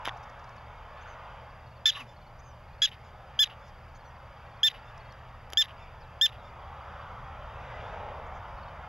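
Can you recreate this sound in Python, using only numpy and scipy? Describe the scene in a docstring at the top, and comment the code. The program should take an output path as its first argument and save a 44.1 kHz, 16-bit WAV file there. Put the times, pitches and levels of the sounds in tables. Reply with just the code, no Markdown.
"""A prairie dog at its burrow gives six sharp yips: arched harmonic calls that roughen as the vocal
folds flutter, each ending in two small rasps. The first trails off in a wheezy squeak; the far side of
the field returns a faint echo. Behind, distant traffic and an idling engine hum, small birds chirp and
a heavier vehicle passes near the end. A faint whine fades at the start. The hand-held camera creaks;
its gain control ducks on the yips."""
import sys
import numpy as np
from scipy import signal
from scipy.fft import rfft, irfft, next_fast_len
from scipy.io import wavfile
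from scipy.ndimage import uniform_filter1d, minimum_filter1d, map_coordinates

SR = 44100
rng = np.random.default_rng(int(sys.argv[2]) if len(sys.argv) > 2 else 0)


def to_wav(sig):
    """Store sig (one row per channel, or 1-D mono) as 16-bit WAV at the path in sys.argv[1].

    Samples outside -1..1 are clipped; the rate is SR.
    """
    pcm = np.clip(np.atleast_2d(sig), -1, 1) * 32767
    pcm = np.round(pcm).astype(np.int16)
    wavfile.write(sys.argv[1], SR, pcm.T)  # frames by channels


N = 391608


def amp(db):
    """dB to gain."""
    return 10 ** (np.asarray(db) / 20)


def unit(x):
    """x at rms 1."""
    return x / np.sqrt(np.mean(x ** 2) + 1e-20)


def clock(length_s):
    """Sample times of a short sound."""
    return np.arange(max(int(length_s * SR), 16)) / SR


def add(track, at_s, sound):
    """Mix a sound into the track."""
    start = max(round(at_s * SR), 0)
    track[start:start + len(sound)] += sound[:N - start]


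def gain(points, hz):
    """Gain curve through (f/Hz, level/dB) points; -68 dB/octave beyond the ends."""
    f, db = np.transpose(points)
    octaves_out = np.abs(np.log2((hz + 1) / np.clip(hz + 1, f[0], f[-1])))
    return amp(np.interp(np.log(hz + 1), np.log(f), db) - 68 * octaves_out)


def filtered(x, response):
    """x through a frequency response."""
    n = x.shape[-1]
    m = next_fast_len(n + 4096)
    return irfft(rfft(x, m) * response(np.fft.rfftfreq(m, 1 / SR)), m)[..., :n]


def coloured(x, points):
    """x through a gain curve, at rms 1."""
    return unit(filtered(x, lambda hz: gain(points, hz)))


def noise(size, points):
    """Coloured noise, rms 1."""
    return coloured(rng.standard_normal(size), points)


def wobble(size, rate_hz):
    """Smooth random curve, rate_hz knots a second."""
    knots = rng.standard_normal(int(size * rate_hz / SR) + 4)
    return map_coordinates(knots, [np.arange(size) * rate_hz / SR])


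def cycle(hz):
    """Running phase/rad of a moving frequency."""
    return 2 * np.pi * np.cumsum(hz) / SR


def glide(length_s, pitches_hz, waver):
    """Softly swelling whistle, bent smoothly through the pitches."""
    u = np.linspace(0, 1, len(clock(length_s)))
    curve = np.polyfit(np.linspace(0, 1, len(pitches_hz)), pitches_hz, len(pitches_hz) - 1)
    hz = np.polyval(curve, u) * (1 + waver * wobble(len(u), 900))
    return np.sqrt(2) * np.sin(np.pi * u) * np.sin(cycle(hz))


def patchy(x, depth_db):
    """Moving air makes narrow bands of far sound swell and sink; rms 1."""
    bands = signal.stft(x, nperseg=2048)[2]
    swell = uniform_filter1d(rng.standard_normal(bands.shape), size=4, axis=0)
    swell = uniform_filter1d(swell, size=7, axis=1)
    return unit(signal.istft(bands * amp(depth_db * unit(swell)), nperseg=2048)[1][:N])


def idling_engine():
    """Two low hum lines, wandering in pitch and level."""
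    # hum lines: f/Hz, width/Hz, level/dB re rumble
    lines = [(75.5, 5.65, -4), (115.6, 7.77, -5.5)]
    hum = np.zeros(N)
    for hz, width_hz, db in lines:
        peak = np.sqrt(2) * amp(db + 1.3 * wobble(N, 2.7))
        hum += peak * np.sin(cycle(hz + width_hz / 2 * wobble(N, 18)))
    return hum


def traffic():
    """Rumble and idle hum; a far road's drone, roar and tyres swell together; a heavier vehicle passes."""
    # spectra of far rumble, passing engine, drone, roar and tyre hiss: f/Hz, level/dB
    rumble_colour = [(15, -27), (25, 1.5), (38, -0.5), (55, -4), (75, -3), (95, -10), (120, -3),
                     (145, -7.5), (180, -13), (230, -18), (290, -24.5), (400, -23)]
    pass_colour = [(25, -9), (50, 0.5), (70, 1.5), (90, -1.5), (120, -4), (160, -11.5), (250, -22.5),
                   (400, -25)]
    drone_colour = [(200, -12.5), (320, -20), (450, -5), (570, 1), (720, -2), (850, 0.5), (1050, -15),
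                    (1600, -16.5)]
    roar_colour = [(500, -9), (850, 3.5), (1000, 3), (1250, 2.5), (1500, -4), (1800, -20.5), (2600, -30)]
    tyre_colour = [(900, -8), (1700, 6), (2500, 0.5), (3300, -3.5), (4000, -11.5), (4750, -15.5),
                   (5400, -19), (6600, -24), (8000, -23.5), (12000, -43.5)]
    # road loudness: t/s, level/dB
    road = [(0.12, -45), (0.34, -49.5), (0.73, -51.5), (1.29, -46.5), (1.73, -57.5), (2.87, -57.5),
            (3.41, -52.5), (3.66, -55.5), (4.9, -52.5), (5.46, -55.5), (5.83, -53.5), (6.24, -54),
            (7.02, -45), (7.32, -48), (8.1, -46), (8.88, -46.5)]
    # tyre hiss swells: t/s, half width/s, lift/dB
    swells = [(1.03, 0.11, 2.5), (3.4, 0.15, 1.5), (4.95, 0.52, 2), (7.8, 0.26, 5.5)]
    usual_road_db, closest_s = -52, 8.01
    t = np.arange(N) / SR

    def passing(db, half_power_s):
        """1/distance gain of the vehicle."""
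        return amp(db) / np.hypot(1, (t - closest_s) / half_power_s)

    busy_db = np.interp(t, *np.transpose(road)) - usual_road_db
    swells_db = sum(db * np.exp(-((t - at_s) / width_s) ** 2) for at_s, width_s, db in swells)
    rumble = amp(-53) * (idling_engine() + noise(N, rumble_colour))
    vehicle = passing(-46.5, half_power_s=0.74) * noise(N, pass_colour)  # carries farther than its drone
    drone_gain = np.hypot(amp(-56 + 0.25 * busy_db), passing(-42.5, half_power_s=0.15))
    drone = drone_gain * patchy(noise(N, drone_colour), depth_db=1.3)
    roar = amp(-52 + busy_db) * patchy(noise(N, roar_colour), depth_db=1.5)
    tyres = amp(-58.5 + 0.57 * busy_db + swells_db) * patchy(noise(N, tyre_colour), depth_db=2.4)
    return rumble + vehicle + drone + roar + tyres


def mic_hiss():
    """Steady noise floor of the microphone."""
    # hiss spectrum: f/Hz, level/dB
    colour = [(3000, -8), (4750, 3.5), (5500, -6.5), (6600, -7), (8000, 0.5), (10500, -10.5), (14000, -4.5),
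              (15500, -13.5)]
    return amp(-72) * noise(N, colour)


def thin_whine():
    """Faint high tone, rising slightly as it fades."""
    out, t = np.zeros(N), clock(1.3)
    fade = 1 - (t / t[-1]) ** 2
    hz = 6600 + 130 * t ** 3 + 12 * wobble(len(t), 300)
    add(out, 0, amp(-82) * fade * np.sin(cycle(hz)))
    return out


def handling():
    """Camera body: dead clicks, each a snap, a dull housing knock and a hard crack; light brushing."""
    # creaks and clicks: t/s, snap/dB, knock/dB, crack/dB, t60/s
    clicks = [(0.0503, -34, -51, -40, 0.01), (0.0542, -21.5, -49, -34, 0.011), (0.063, -28, -40, -55, .013),
              (0.07, -34, -51, -42, 0.018), (0.0759, -31, -22.5, -47, 0.01), (0.0812, -36, -33, -52, 0.019),
              (0.084, -23.5, -28, -50, 0.01), (0.092, -26, -31, -47.5, 0.01),
              (5.502, -39.5, -46, -41.5, 0.0062), (5.523, -44, -54, -48.5, 0.027),
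              (5.5336, -26, -30, -27, 0.007)]
    # snap spectrum: f/Hz, level/dB
    snap_colour = [(530, -5), (900, -14), (1880, 7), (2480, -1.5), (3420, 6.5), (4280, -9), (6730, -17),
                   (7960, -48), (10300, -32), (13900, -49), (15500, -40)]
    # brushing ticks: t/s, length/s, level/dB
    ticks = [(0.163, 0.022, -61), (0.223, 0.028, -60.5), (.291, 0.016, -61), (0.386, 0.023, -66),
             (.437, 0.014, -61), (0.488, 0.013, -61), (.558, 0.018, -64), (3.648, 0.07, -65.5),
             (4.792, 0.0032, -68), (4.975, 0.0092, -57.5), (5.121, 0.0077, -55)]
    out, t = np.zeros(N), clock(0.033)
    for at_s, snap_db, knock_db, crack_db, t60_s in clicks:
        snap = amp(snap_db) * noise(len(t), snap_colour)
        knock = amp(knock_db) * noise(len(t), [(220, -3), (600, 6), (1400, 6.5)])
        crack = noise(len(t), [(3000, -3), (5000, 0), (8000, -3), (13000, -5), (15500, -14)])
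        envelope = amp(4 - 60 * t / t60_s) * (1 - np.exp(-t / 0.00089))
        add(out, at_s, (snap + knock + amp(crack_db) * crack) * envelope)
    for at_s, length_s, db in ticks:
        size = len(clock(length_s))
        brush = noise(size, [(3500, -7), (5300, 0), (7000, -9), (14000, -26)])
        add(out, at_s, amp(db) * np.hanning(size) * brush)
    return out


def birds():
    """One bird repeats three quick down-slurs; others buzz, whistle and twitter farther off."""
    # three-slur trills: t/s, level/dB
    trills = [(.472, -62), (.97, -64), (1.662, -64), (2.16, -61), (2.675, -63.5), (3.95, -60.5),
              (4.462, -68.5), (5.0, -59), (8.575, -61.5)]
    # far calls: t/s, length/s, start/Hz, middle/Hz, end/Hz, buzz/share of pitch, level/dB
    far_calls = [(1.005, 0.038, 5900, 6350, 6600, .05, -67), (1.058, 0.098, 6600, 6300, 5850, 0.02, -67.5),
                 (2.385, 0.029, 5600, 6200, 6400, .06, -64), (2.425, .11, 6350, 6300, 5300, .012, -67),
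                 (3.942, 0.04, 5900, 6400, 6660, .05, -65.5), (4.037, .072, 5650, 6000, 5450, .015, -70),
                 (5.735, .2, 3240, 2360, 2930, 0.12, -60.5), (5.997, .065, 6100, 4270, 3750, 0.05, -65),
                 (6.37, .065, 4500, 3750, 3450, .02, -68), (8.26, .025, 6300, 7150, 7600, 0.1, -70),
                 (8.33, 0.069, 6200, 6400, 5900, 0.1, -72)]
    out = np.zeros(N)
    for at_s, db in trills:
        for k in range(3):
            slur = glide(.026, np.array([4440, 4350, 3990]) * (1 + rng.normal(0, 0.0073)), waver=.004)
            add(out, at_s + k * .051, amp(db + rng.normal(0, 1.5)) * slur)
    for at_s, length_s, *pitches_hz, buzz, db in far_calls:
        add(out, at_s, amp(db) * glide(length_s, pitches_hz, waver=buzz))
    for at_s in np.arange(.6, 7, .052):  # twitter
        late_s, detune, db = rng.uniform((0, .975, -76), (.025, 1.02, -70))
        add(out, at_s + late_s, amp(db) * glide(0.024, detune * np.array([4900, 4550]), waver=.004))
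    return out


def yip_course(t, length_s, arch):
    """Scoop, sag and final collapse: share of pitch lost, and envelope. Slack folds are weaker."""
    scoop_s, sag_from_s, sag_per_s, drop_s = 0.00875, 0.023, 1.4, .0026
    attack_s, release_s = .0011, 0.0037
    scoop = arch * 0.1085 * np.exp(-(t / scoop_s) ** 2)
    sag = sag_per_s * np.maximum(t - sag_from_s, 0)
    drop = 0.34 / (1 + np.exp((length_s - t) / drop_s))
    slack = scoop + sag + drop
    gate = (1 - np.exp(-(t / attack_s) ** 2)) * np.exp(-np.maximum(t - length_s, 0) / release_s)
    return slack, gate * amp(-44.5 * slack)


def yip(length_s, top_hz, fade_db, arch, clean, overtone_db, top_db, burst_db):
    """Clean harmonics through the throat, until the folds flutter and alternate strong and weak beats."""
    # throat response, lifting harmonic 2: f/Hz, level/dB
    throat = [(900, -68), (1650, -19.5), (2300, -13.5), (3150, 2.5), (3600, -3), (4500, -21), (5350, -19.5),
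              (6600, -18.5), (7250, -22), (8800, -45), (10700, -44), (12300, -42), (13400, -31),
              (14300, -32.5), (14900, -55)]
    # spectrum of the hoarseness: f/Hz, level/dB
    breath = [(1200, -19.5), (2000, 1.5), (2800, -9.5), (3900, 12), (5300, -16.5), (6800, 0.5), (7700, -34),
              (10000, -15), (11600, -9), (14000, -15), (14900, -35)]
    t = clock(length_s + 0.0074)  # room for the release
    progress, size = t / length_s, len(t)
    slack, envelope = yip_course(t, length_s, arch)
    burst = np.exp(-(t / 0.0022) ** 2)  # pent-up air escapes hard and hoarse
    rough = np.clip((progress - clean + .1) / .3, .075 + .55 * burst, 1)
    flutter = np.sin(cycle(420 * (1 + 0.254 * wobble(size, 200))))
    pitch_hz = top_hz * (1 - slack)
    jitter = rough * (.015 * flutter + .014 * wobble(size, 2600))
    phase = cycle(pitch_hz * (1 + jitter))
    shine_db = top_db - 1.5 * rough - 11.5 * burst
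    voice = np.zeros(size)
    for k in range(1, 9):
        grit = 1 + rough * (.1 if k == 2 else .35) * wobble(size, 900)
        weight = gain(throat, k * pitch_hz) * amp(overtone_db * (k > 2) + shine_db * (k > 5))
        voice += grit * weight * np.sin(k * phase + rng.uniform(0, 2 * np.pi))
        # period doubling: unsteady lines halfway between harmonics
        doubling = amp(-19.5) * rough * (1 + .5 * wobble(size, 250)) * gain(breath, (k + .5) * pitch_hz)
        voice += doubling * np.sin((k + .5) * phase + .5 * wobble(size, 400))
    voice *= np.sqrt(2) * (1 + .27 * rough * flutter)
    hoarse = amp(-19.5) * rough * (1 + .6 * np.sin(phase)) * (1 + .5 * flutter)
    return (voice + hoarse * noise(size, breath)) * envelope * amp(fade_db * progress + burst_db * burst)


def rasp(length_s, throat_hz):
    """Slack folds flap unevenly as the throat closes: a quick run of tiny ticks."""
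    # rasp spectrum: f/Hz, level/dB
    colour = [(600, -63), (1800, 4.5), (2500, 1), (3200, 4.5), (3800, 0.5), (4800, -7), (7000, -27),
              (9000, -24), (11000, -14), (15000, -22)]
    t = clock(length_s)
    flap_hz = 210 * np.exp(.35 * wobble(len(t), 200))
    turns = cycle(flap_hz) / (2 * np.pi) % 1
    flaps = amp(-13) + np.exp(-turns / .16)
    air = coloured(flaps * rng.standard_normal(len(t)), colour)
    ring = filtered(air, lambda hz: 1 + amp(3.5) * np.exp(-((hz - throat_hz) / 330) ** 2))
    return unit(ring) * amp(2.5 - 9 * t / length_s) * (1 - np.exp(-t / 0.0011))


def prairie_dog():
    """Six yips, each followed by two rasps."""
    # yips: t/s, length/s, top pitch/Hz, level/dB, fade/dB, arch/0-1, clean part/share of length,
    # harmonics 3-8/dB, harmonics 6-8 extra/dB, onset burst/dB, rasp/dB
    yips = [(1.8562, 0.05, 1765, -10.5, -7.5, 0.27, -0.064, 3, -3, -2, -39.5),
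            (2.818, 0.044, 1716, -16.5, -1, 0.5, -0.11, 5.5, -5, -3, -39.5),
            (3.39, .054, 1748, -14.5, -1, 0.9, 0.57, 2.5, 10, -5, -40.5),
            (4.6312, 0.056, 1797, -11.5, -5, 0.99, .55, 1, 7, -4, -41),
            (5.572, .0555, 1796, -13, -3.5, 0.87, .68, 4, 3, 4, -41),
            (6.2117, 0.056, 1808, -12.5, -3, 1, 0.76, 2, 6.5, -3.5, -44.5)]
    # rasps: delay after yip end/s, length/s, level/dB re the yip's rasp level, throat resonance/Hz
    rasps = [(.008, 0.023, 1.5, 3760), (.052, 0.043, -11, 2830)]
    out = np.zeros(N)
    for at_s, length_s, top_hz, db, *manner, rasp_db in yips:
        add(out, at_s, amp(db) * yip(length_s, top_hz, *manner))
        for gap_s, rasp_s, step_db, throat_hz in rasps:
            add(out, at_s + length_s + gap_s, amp(rasp_db + step_db) * rasp(rasp_s, throat_hz))
    return out


def wheezy_squeak():
    """The first yip trails off in falling whistles over a wheeze."""
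    # whistles: t/s, length/s, start/Hz, end/Hz, level/dB
    whistles = [(1.911, 0.087, 3850, 3660, -47), (1.946, 0.026, 2920, 2680, -40.5),
                (1.958, 0.025, 1894, 1610, -45), (1.961, 0.04, 1272, 1012, -45),
                (1.981, 0.052, 3110, 2330, -45), (1.984, 0.097, 298, 191, -56)]
    # wheeze envelope: t/s, level/dB
    wheeze = [(1.92, -60), (1.97, -44), (1.99, -50.5), (2.008, -43), (2.058, -71), (2.07, -64)]
    # wheeze spectrum: f/Hz, level/dB
    colour = [(290, -32), (500, -19), (949, -14), (1140, -5), (1500, -16), (1700, -13), (2840, -15),
              (7160, -31.5), (8130, -47), (10100, -28), (15000, -42)]
    out = np.zeros(N)
    for at_s, length_s, start_hz, end_hz, db in whistles:
        add(out, at_s, amp(db) * glide(length_s, [start_hz, end_hz], waver=0.055))
    times_s, levels_db = np.transpose(wheeze)
    t = times_s[0] + clock(times_s[-1] - times_s[0])
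    add(out, times_s[0], amp(np.interp(t, times_s, levels_db)) * noise(len(t), colour))
    return out


def field_echo(x, delay_s, echo_db, smear_s, ground_db, ground_t60_s):
    """Open ground scatters a little at once; one blurred echo returns from far off."""
    t = clock(.5)
    late = np.maximum(t - delay_s, 0) / smear_s
    paths = [(ground_db, amp(-60 * t / ground_t60_s)), (echo_db, late * np.exp(-late))]
    tail = sum(amp(db) * unit(shape * rng.standard_normal(len(t))) for db, shape in paths)
    reflected = signal.fftconvolve(x, tail / np.sqrt(len(t)))[:N]
    bright = [(1500, -8), (3400, -8), (5300, 4), (7000, -1), (12000, -3)]  # f/Hz, level/dB
    return filtered(reflected, lambda hz: gain(bright, hz))


def gain_control(x, threshold_db, slope, hold_s, smooth_s):
    """Cuts the level by a share (slope) of its excess over the threshold, and holds the cut briefly."""
    power = np.abs(uniform_filter1d(np.mean(x ** 2, axis=0), size=64))
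    cut_db = -slope * np.maximum(10 * np.log10(power + 1e-12) - threshold_db, 0)
    half = int(hold_s * SR / 2)
    held_db = minimum_filter1d(cut_db, 2 * half + 1, origin=half)
    pole = np.exp(-1 / (smooth_s * SR))
    return x * amp(signal.lfilter([1 - pole], [1, -pole], held_db))


def scene():
    """All sources summed; the right channel slightly leads the left."""
    dog = prairie_dog() + wheezy_squeak()
    echo = field_echo(dog, delay_s=0.206, echo_db=-44, smear_s=.014, ground_db=-27, ground_t60_s=0.12)
    mono = dog + echo + birds() + thin_whine() + handling() + traffic() + mic_hiss()
    lag_s = 21e-6
    return filtered(mono, lambda hz: np.exp(1j * np.pi * hz * lag_s * np.array([[-1], [1]])))


def record(dry):
    """Narrow microphone dips, gain control, band limit."""
    # microphone dips: f/Hz, half width/Hz, level/dB
    notches = [(4202, 181, -15.5), (7600, 600, -9), (8670, 840, -17.5), (13000, 570, -26)]
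    dips_db = lambda hz: sum(db * np.exp(-((hz - f) / width_hz) ** 2) for f, width_hz, db in notches)
    picked_up = filtered(dry, lambda hz: amp(dips_db(hz)))
    ducked = gain_control(picked_up, threshold_db=-23.5, slope=0.48, hold_s=0.03, smooth_s=0.002)
    return filtered(ducked, lambda hz: hz < 15500)


dry = scene()
out = record(dry)
to_wav(out)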